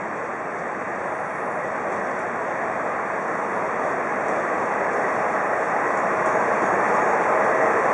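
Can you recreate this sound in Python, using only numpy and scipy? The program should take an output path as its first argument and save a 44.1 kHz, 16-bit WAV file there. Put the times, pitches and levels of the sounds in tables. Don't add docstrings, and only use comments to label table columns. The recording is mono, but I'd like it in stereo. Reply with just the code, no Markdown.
import sys
import numpy as np
from scipy import signal
from scipy.fft import rfft, irfft, next_fast_len
from scipy.io import wavfile
from scipy.ndimage import uniform_filter1d, map_coordinates

SR = 44100
rng = np.random.default_rng(int(sys.argv[2]) if len(sys.argv) > 2 else 0)


def transcribe(signal):
    frames = np.atleast_2d(signal).T
    limited = np.clip(frames, -1, 1)
    pcm = np.round(limited * 32767).astype(np.int16)
    wavfile.write(sys.argv[1], SR, pcm)


def volts_from_db(level):
    exponent = np.asarray(level, float) / 20
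    return 10 ** exponent


N = 349933

# t/s, loudness over the start/dB
NEARNESS = [(0, 0), (.7, 0.15), (1.4, 1.1), (1.8, 2), (2.6, 2.5), (3.3, 3), (4.1, 4), (4.4, 5), (5.1, 5.5),
            (5.8, 6), (6.3, 7), (6.9, 8), (7.5, 8), (7.93, 9)]
# t/s, peak level/dB, centre f/Hz, left minus right/dB, added rub/dB
CLANKS = [(0.5866, -37, 5530, 4.0, 1), (0.9494, -43, 5760, 6.0, 2), (1.52, -42, 5700, 11, 1),
          (1.9194, -52, 5670, 4.5, 4), (2.0223, -45, 6220, -3, 1), (2.1111, -39, 5780, 10, .3),
          (2.1894, -36, 7500, 8, 1), (2.6194, -54, 7820, 8, 1.5), (3.05, -48, 5800, 5, 0.5),
          (3.2794, -44, 5920, 3.0, 1.5), (3.8294, -44, 6310, 4.0, 2.5), (3.907, -45, 9600, 3.5, -0.3),
          (4.2827, -33, 6580, 1, 4), (4.9302, -33, 6190, 10, 1), (5.9738, -31, 6720, 8, 1.5),
          (6.259, -27, 7000, 3.0, 5), (6.6194, -37, 6670, 3.5, 4), (6.9494, -37, 6610, 4.0, 3),
          (7.44, -44, 6000, 5, 1.5), (7.8, -46, 6000, 3, 0)]
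# f/Hz, level/dB
HISS_SHAPE = [(4700, -49), (5100, -7), (5600, 1), (6500, 0), (7500, -3.5), (9000, -8), (10500, -17.5),
              (11500, -29), (12000, -58)]
# t/s, level/dB
LENS_MOTOR = [(4.92, -95), (4.935, -52), (5.3, -52.5), (7.93, -56)]


def unit(x):
    return x / np.sqrt(np.mean(x ** 2) + 1e-20)


def along(points, hz):
    f, v = np.transpose(points)
    return np.interp(np.log(hz + 1), np.log(f + 1), v)


def spectrum(points):
    return lambda hz: volts_from_db(along(points, hz))


def curves(rows):
    s, *cols = np.transpose(rows)
    return [np.interp(np.arange(N) / SR, s, c) for c in cols]


def wobble(rate_hz):
    knots = rng.standard_normal(int(N * rate_hz / SR) + 4)
    return map_coordinates(knots, [np.arange(N) * rate_hz / SR])


def filtered(x, response):
    m = next_fast_len(N + SR // 4)
    return irfft(rfft(x, m) * response(np.fft.rfftfreq(m, 1 / SR)), m)[..., :N]


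def rush(gain, alike, patchy_db):
    z = signal.stft(rng.standard_normal((2, N)), nperseg=512)[2]
    field = uniform_filter1d(rng.standard_normal(z.shape[1:]), size=4, axis=0)
    field = uniform_filter1d(field, size=16, axis=1)
    pair = signal.istft(z * volts_from_db(patchy_db * unit(field)), nperseg=512)[1][:, :N]

    def mid_side(hz):
        turn = np.arccos(np.clip(along(alike, hz), -1, 1)) / 2
        return gain(hz) * [np.cos(turn), np.sin(turn)]

    mid, side = filtered(pair, mid_side)
    return np.array([mid + side, mid - side]) / np.std(mid)


def pan(db):
    return volts_from_db(np.array([db / 2, -db / 2]))


def jolts():
    rub_s = 0.1
    s = np.arange(N) / SR
    return sum(rub_db * (s > at) * np.exp(-abs(s - at) / rub_s) for at, _, _, _, rub_db in CLANKS)


def rolling():
    # f/Hz, level per Hz/dB
    bogie = [(20, -59), (50, -21.5), (90, -13), (170, -2.5), (215, -0.5), (320, 0), (400, -3), (600, -67)]
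    rail = [(220, -56.5), (330, -8.5), (460, -1), (520, -1), (600, 0), (645, 1), (700, -0.5), (855, -0.5),
            (885, -14), (1100, -56.5)]
    wheel_web = [(700, -55), (870, -6), (940, -2.5), (1080, -0.5), (1220, -2.5), (1330, -5.5), (1430, -10),
                 (1700, -62.5)]
    wheel_rim = [(1150, -68), (1400, -5), (1550, -1), (1730, 0), (1920, -1.5), (2020, -4.5), (2450, -12.5),
                 (2800, -24.5), (3400, -61)]
    # start level/dB, growth per dB of nearness [dB/dB], left minus right/dB
    body_levels = [
        (-40, 0.5642, 1.8),
        (-31.5, 1.0, 1.75),
        (-33.5, 0.9951, 2),
        (-35.5, 0.86, 1),
    ]
    # f/Hz, left-right likeness [-1..1]
    likeness = [(25, .6), (60, 1), (130, 0.98), (560, 1), (1180, 0.96), (2500, 0.91)]
    # f/Hz, width/Hz, start level/dB, growth per dB of nearness [dB/dB]
    tones = [
        (198.8, 10, -53.5, 0.82),
        (455.4, 18, -52.5, 1.0),
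        (635.7, 19, -47.5, 0.96),
        (851.8, 8.6, -54, 1.5),
        (1935, 24, -56, 1.5),
    ]
    # middle t/s, half length/s, gain/dB
    tone_spells = [
        [(1.72, 0.072, 6.5), (4.33, 0.073, 11), (6.76, .15, 9.5), (7.44, .08, 6)],
        [(.66, .1, 14), (6.56, .06, 5), (7.25, 0.12, 5), (7.66, 0.16, 15)],
        [(1.7, .06, 7), (5.03, 0.086, 7.5), (6.48, 0.34, 12), (7.36, 0.1, 15), (7.7, 0.17, 10.5)],
        [(3.0, .3, 7.5), (5.21, 0.071, 9), (6.8, 0.11, 9), (7.1, 0.29, 11), (7.9, .06, 3)],
        [(1.6, 0.1, 12), (5.0, 0.13, 12), (6.0, 0.12, 9), (7.62, 0.13, 11)],
    ]

    near_db, = curves(NEARNESS)
    roar = np.zeros((2, N))
    jolt_shares = (1, .2, .1, .1)
    for (db, grows, lean_db), body, share in zip(body_levels, (bogie, rail, wheel_web, wheel_rim), jolt_shares):
        uneven_db = 0.09 * wobble(5)
        level = volts_from_db(db + grows * near_db + uneven_db + share * jolts())
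        roar += level * pan(lean_db)[:, None] * rush(spectrum(body), likeness, patchy_db=0.7)

    s = np.arange(N) / SR
    for (mode_hz, width_hz, db, grows), spells in zip(tones, tone_spells):
        sing_db = sum(gain_db * np.exp(-((s - at) / half_s) ** 4) for at, half_s, gain_db in spells)
        resonance = lambda hz: 1 / (1 + ((hz - mode_hz) * 2 / width_hz) ** 2)
        mode = unit(filtered(rng.standard_normal(N), resonance))
        waver_db = 1.5 * wobble(4)
        roar += volts_from_db(db + grows * near_db + sing_db + waver_db) * mode * pan(1.4)[:, None]
    return roar


def glide(rows, blur_hz, steady=0):
    hz, db = curves(rows)
    s = np.arange(N) / SR
    inside = uniform_filter1d(1. * (s > rows[0][0]) * (s < rows[-1][0]), size=400)
    phase = 2 * np.pi * np.cumsum(hz) / SR
    tone = (steady + wobble(blur_hz)) * np.sin(phase) + wobble(blur_hz) * np.cos(phase)
    return inside * volts_from_db(db) * unit(tone)


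def arc(start_s, length_s, low_hz, top_hz, db):
    swing_s, fade_db = .97, 12
    u = np.linspace(0, 1, 30)
    hz = low_hz + (top_hz - low_hz) * np.sin(np.pi * u * length_s / swing_s) ** 2
    return np.transpose([start_s + u * length_s, hz, db - fade_db * (2 * u - 1) ** 4])


def flanges():
    # f/Hz, level/dB
    grit_shape = [(2400, -26.5), (2900, 0), (3500, 1.5), (4500, -3.5), (5200, -6), (5700, -39.5)]
    # start t/s, length/s, low f/Hz, top f/Hz, level/dB
    chirps = [
        (.93, .77, 8300, 9750, -67.5),
        (1.8, .2, 8500, 9600, -75),
        (2.8, .26, 10300, 11500, -76),
        (3.2, .5, 8800, 9450, -69.5),
        (3.8, .3, 9900, 11000, -81),
    ]
    # start t/s, length/s, level/dB
    squeak_bursts = [
        (5.96, .045, -57),
        (6.25, .17, -54),
        (6.615, .15, -52.5),
        (6.93, .21, -54.5),
    ]

    near_db, = curves(NEARNESS)
    rub_db = jolts()
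    shake = volts_from_db(0.49 * wobble(9) + 0.44 * wobble(45))

    fizz_level = volts_from_db(-58 + .95 * near_db + rub_db) * pan(4 + .8 * wobble(10))
    fizz_alike = [(5200, .6), (8000, 0.49), (11000, .2)]
    fizz = fizz_level * rush(spectrum(HISS_SHAPE), fizz_alike, patchy_db=0.6)

    grit_level = volts_from_db(-59.5 + 0.75 * near_db + .7 * rub_db + 0.43 * wobble(11)) * pan(1.2)[:, None]
    grit = grit_level * rush(spectrum(grit_shape), [(3000, 0.83), (5000, .5)], patchy_db=0.55)

    arcs = [arc(*c) for c in chirps]
    thin = sum(np.array([glide(c, blur_hz=300), glide(c, blur_hz=300)]) for c in arcs)
    thin = thin * volts_from_db(1.5 + 3 * wobble(45))
    halo = sum(np.array([glide(c, blur_hz=1500), glide(c, blur_hz=1500)]) for c in arcs) * volts_from_db(2)

    squeak_hz = 6665
    bursts = sum(glide([(at, squeak_hz, db), (at + length_s, squeak_hz, db)], blur_hz=200, steady=.5)
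                 for at, length_s, db in squeak_bursts)
    squeaks = bursts * volts_from_db(2.3 * wobble(35)) * pan(3.5)[:, None]
    return shake * (fizz + grit) + thin + halo + squeaks


def electronics():
    # f/Hz, level per Hz/dB
    motor_shape = [(5000, -31), (5400, 4), (5800, -3.5), (8000, -10), (10000, -13), (11000, -12.5),
                   (11800, -26)]
    # f/Hz, level/dB
    whine_tones = [
        (7800, -73),
        (7825, -73),
    ]

    frame_hz = 50
    ticks, s = np.zeros(N), np.arange(N) / SR
    ticks[np.round(np.arange(0, N - 1, SR / frame_hz)).astype(int)] = 1
    puffs = np.convolve(ticks, volts_from_db(-60 * s[:300] / .004))[:N] * rng.standard_normal(N)
    buzz = volts_from_db(-61.5) * unit(filtered(puffs, spectrum(HISS_SHAPE)))
    lens = volts_from_db(curves(LENS_MOTOR)[0]) * unit(filtered(rng.standard_normal(N), spectrum(motor_shape)))
    whine = sum(np.sqrt(2) * volts_from_db(db + 5.5 + 2.5 * wobble(8)) * np.sin(2 * np.pi * hz * s)
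                for hz, db in whine_tones)
    return np.array([buzz + whine + lens, 0 * s])


def joints():
    crack_t60_s, tail_t60_s = 0.028, 0.18
    out, t = np.zeros((2, N + SR)), np.arange(SR // 4) / SR
    for s, db, hz, lean_db, _ in CLANKS:
        decay = volts_from_db(-60 * t / crack_t60_s) + 0.49 * volts_from_db(-60 * t / tail_t60_s)
        burst = rng.standard_normal((2, len(t))) * decay
        colour = signal.butter(2, [hz * 0.84, min(hz * 1.22, 11600)], "bandpass", fs=SR, output="sos")
        clank = volts_from_db(db - 4.5) * pan(lean_db)[:, None] * signal.sosfilt(colour, burst)
        out[:, round(s * SR):][:, :len(t)] += clank
    return out[:, :N]


def scene():
    return rolling() + flanges() + electronics() + joints()


def band_gate(x):
    # f/Hz, level re the 6 kHz hiss/dB
    threshold = [(100, -60), (2600, -30), (3000, -11), (4000, -17), (5000, -18), (5600, -22), (9500, -22),
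                 (10700, -22), (11300, -21)]

    hz, t, z = signal.stft(x, SR, nperseg=2048, window="cosine")
    bins = 5
    band = np.arange(len(hz)) // bins
    power = uniform_filter1d(abs(z) ** 2, size=bins, axis=1)[:, bins // 2::bins]
    hiss = np.mean(abs(z[:, (hz > 5600) & (hz < 7000)]) ** 2, axis=1, keepdims=True)

    slow = unit(uniform_filter1d(rng.standard_normal(power.shape[1:]), size=3, axis=1))
    drift_db = .8 * rng.standard_normal((2, 1, len(t))) + 3.5 * slow
    floor_db = along(threshold, hz[bins // 2::bins])[:, None] + drift_db
    kept = power > hiss * volts_from_db(floor_db) ** 2

    edge_hz, flicker_hz, settled_hz = 11000, 420, 700
    jitter = rng.standard_normal(len(t))
    before_motor = t < LENS_MOTOR[0][0]
    edge = edge_hz + np.where(before_motor, flicker_hz * jitter, settled_hz * np.maximum(jitter - .7, 0))
    z = z * (hz[:, None] < edge)
    return signal.istft(z * kept[:, band], SR, nperseg=2048, window="cosine")[1][:, :N]


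def low_pass(x):
    return signal.sosfilt(signal.butter(12, 11630, fs=SR, output="sos"), x)


def record(dry):
    # f/Hz, width/Hz
    notch_filters = [(2975, 120), (3050, 240), (3970, 430), (4065, 390), (4975, 330), (5085, 370)]

    def response(hz):
        late = np.exp(np.array([[-1j], [1j]]) * np.pi * hz * 1.14 / SR)
        notches = np.prod([(c * c - hz * hz + .26j * hz * w) / (c * c - hz * hz + 1j * hz * w)
                           for c, w in notch_filters], axis=0)
        treble = 1 / (1 + (hz / 11700) ** 60)
        return late * notches * treble

    return low_pass(band_gate(filtered(dry, response)))


dry = scene()
out = record(dry)
transcribe(out)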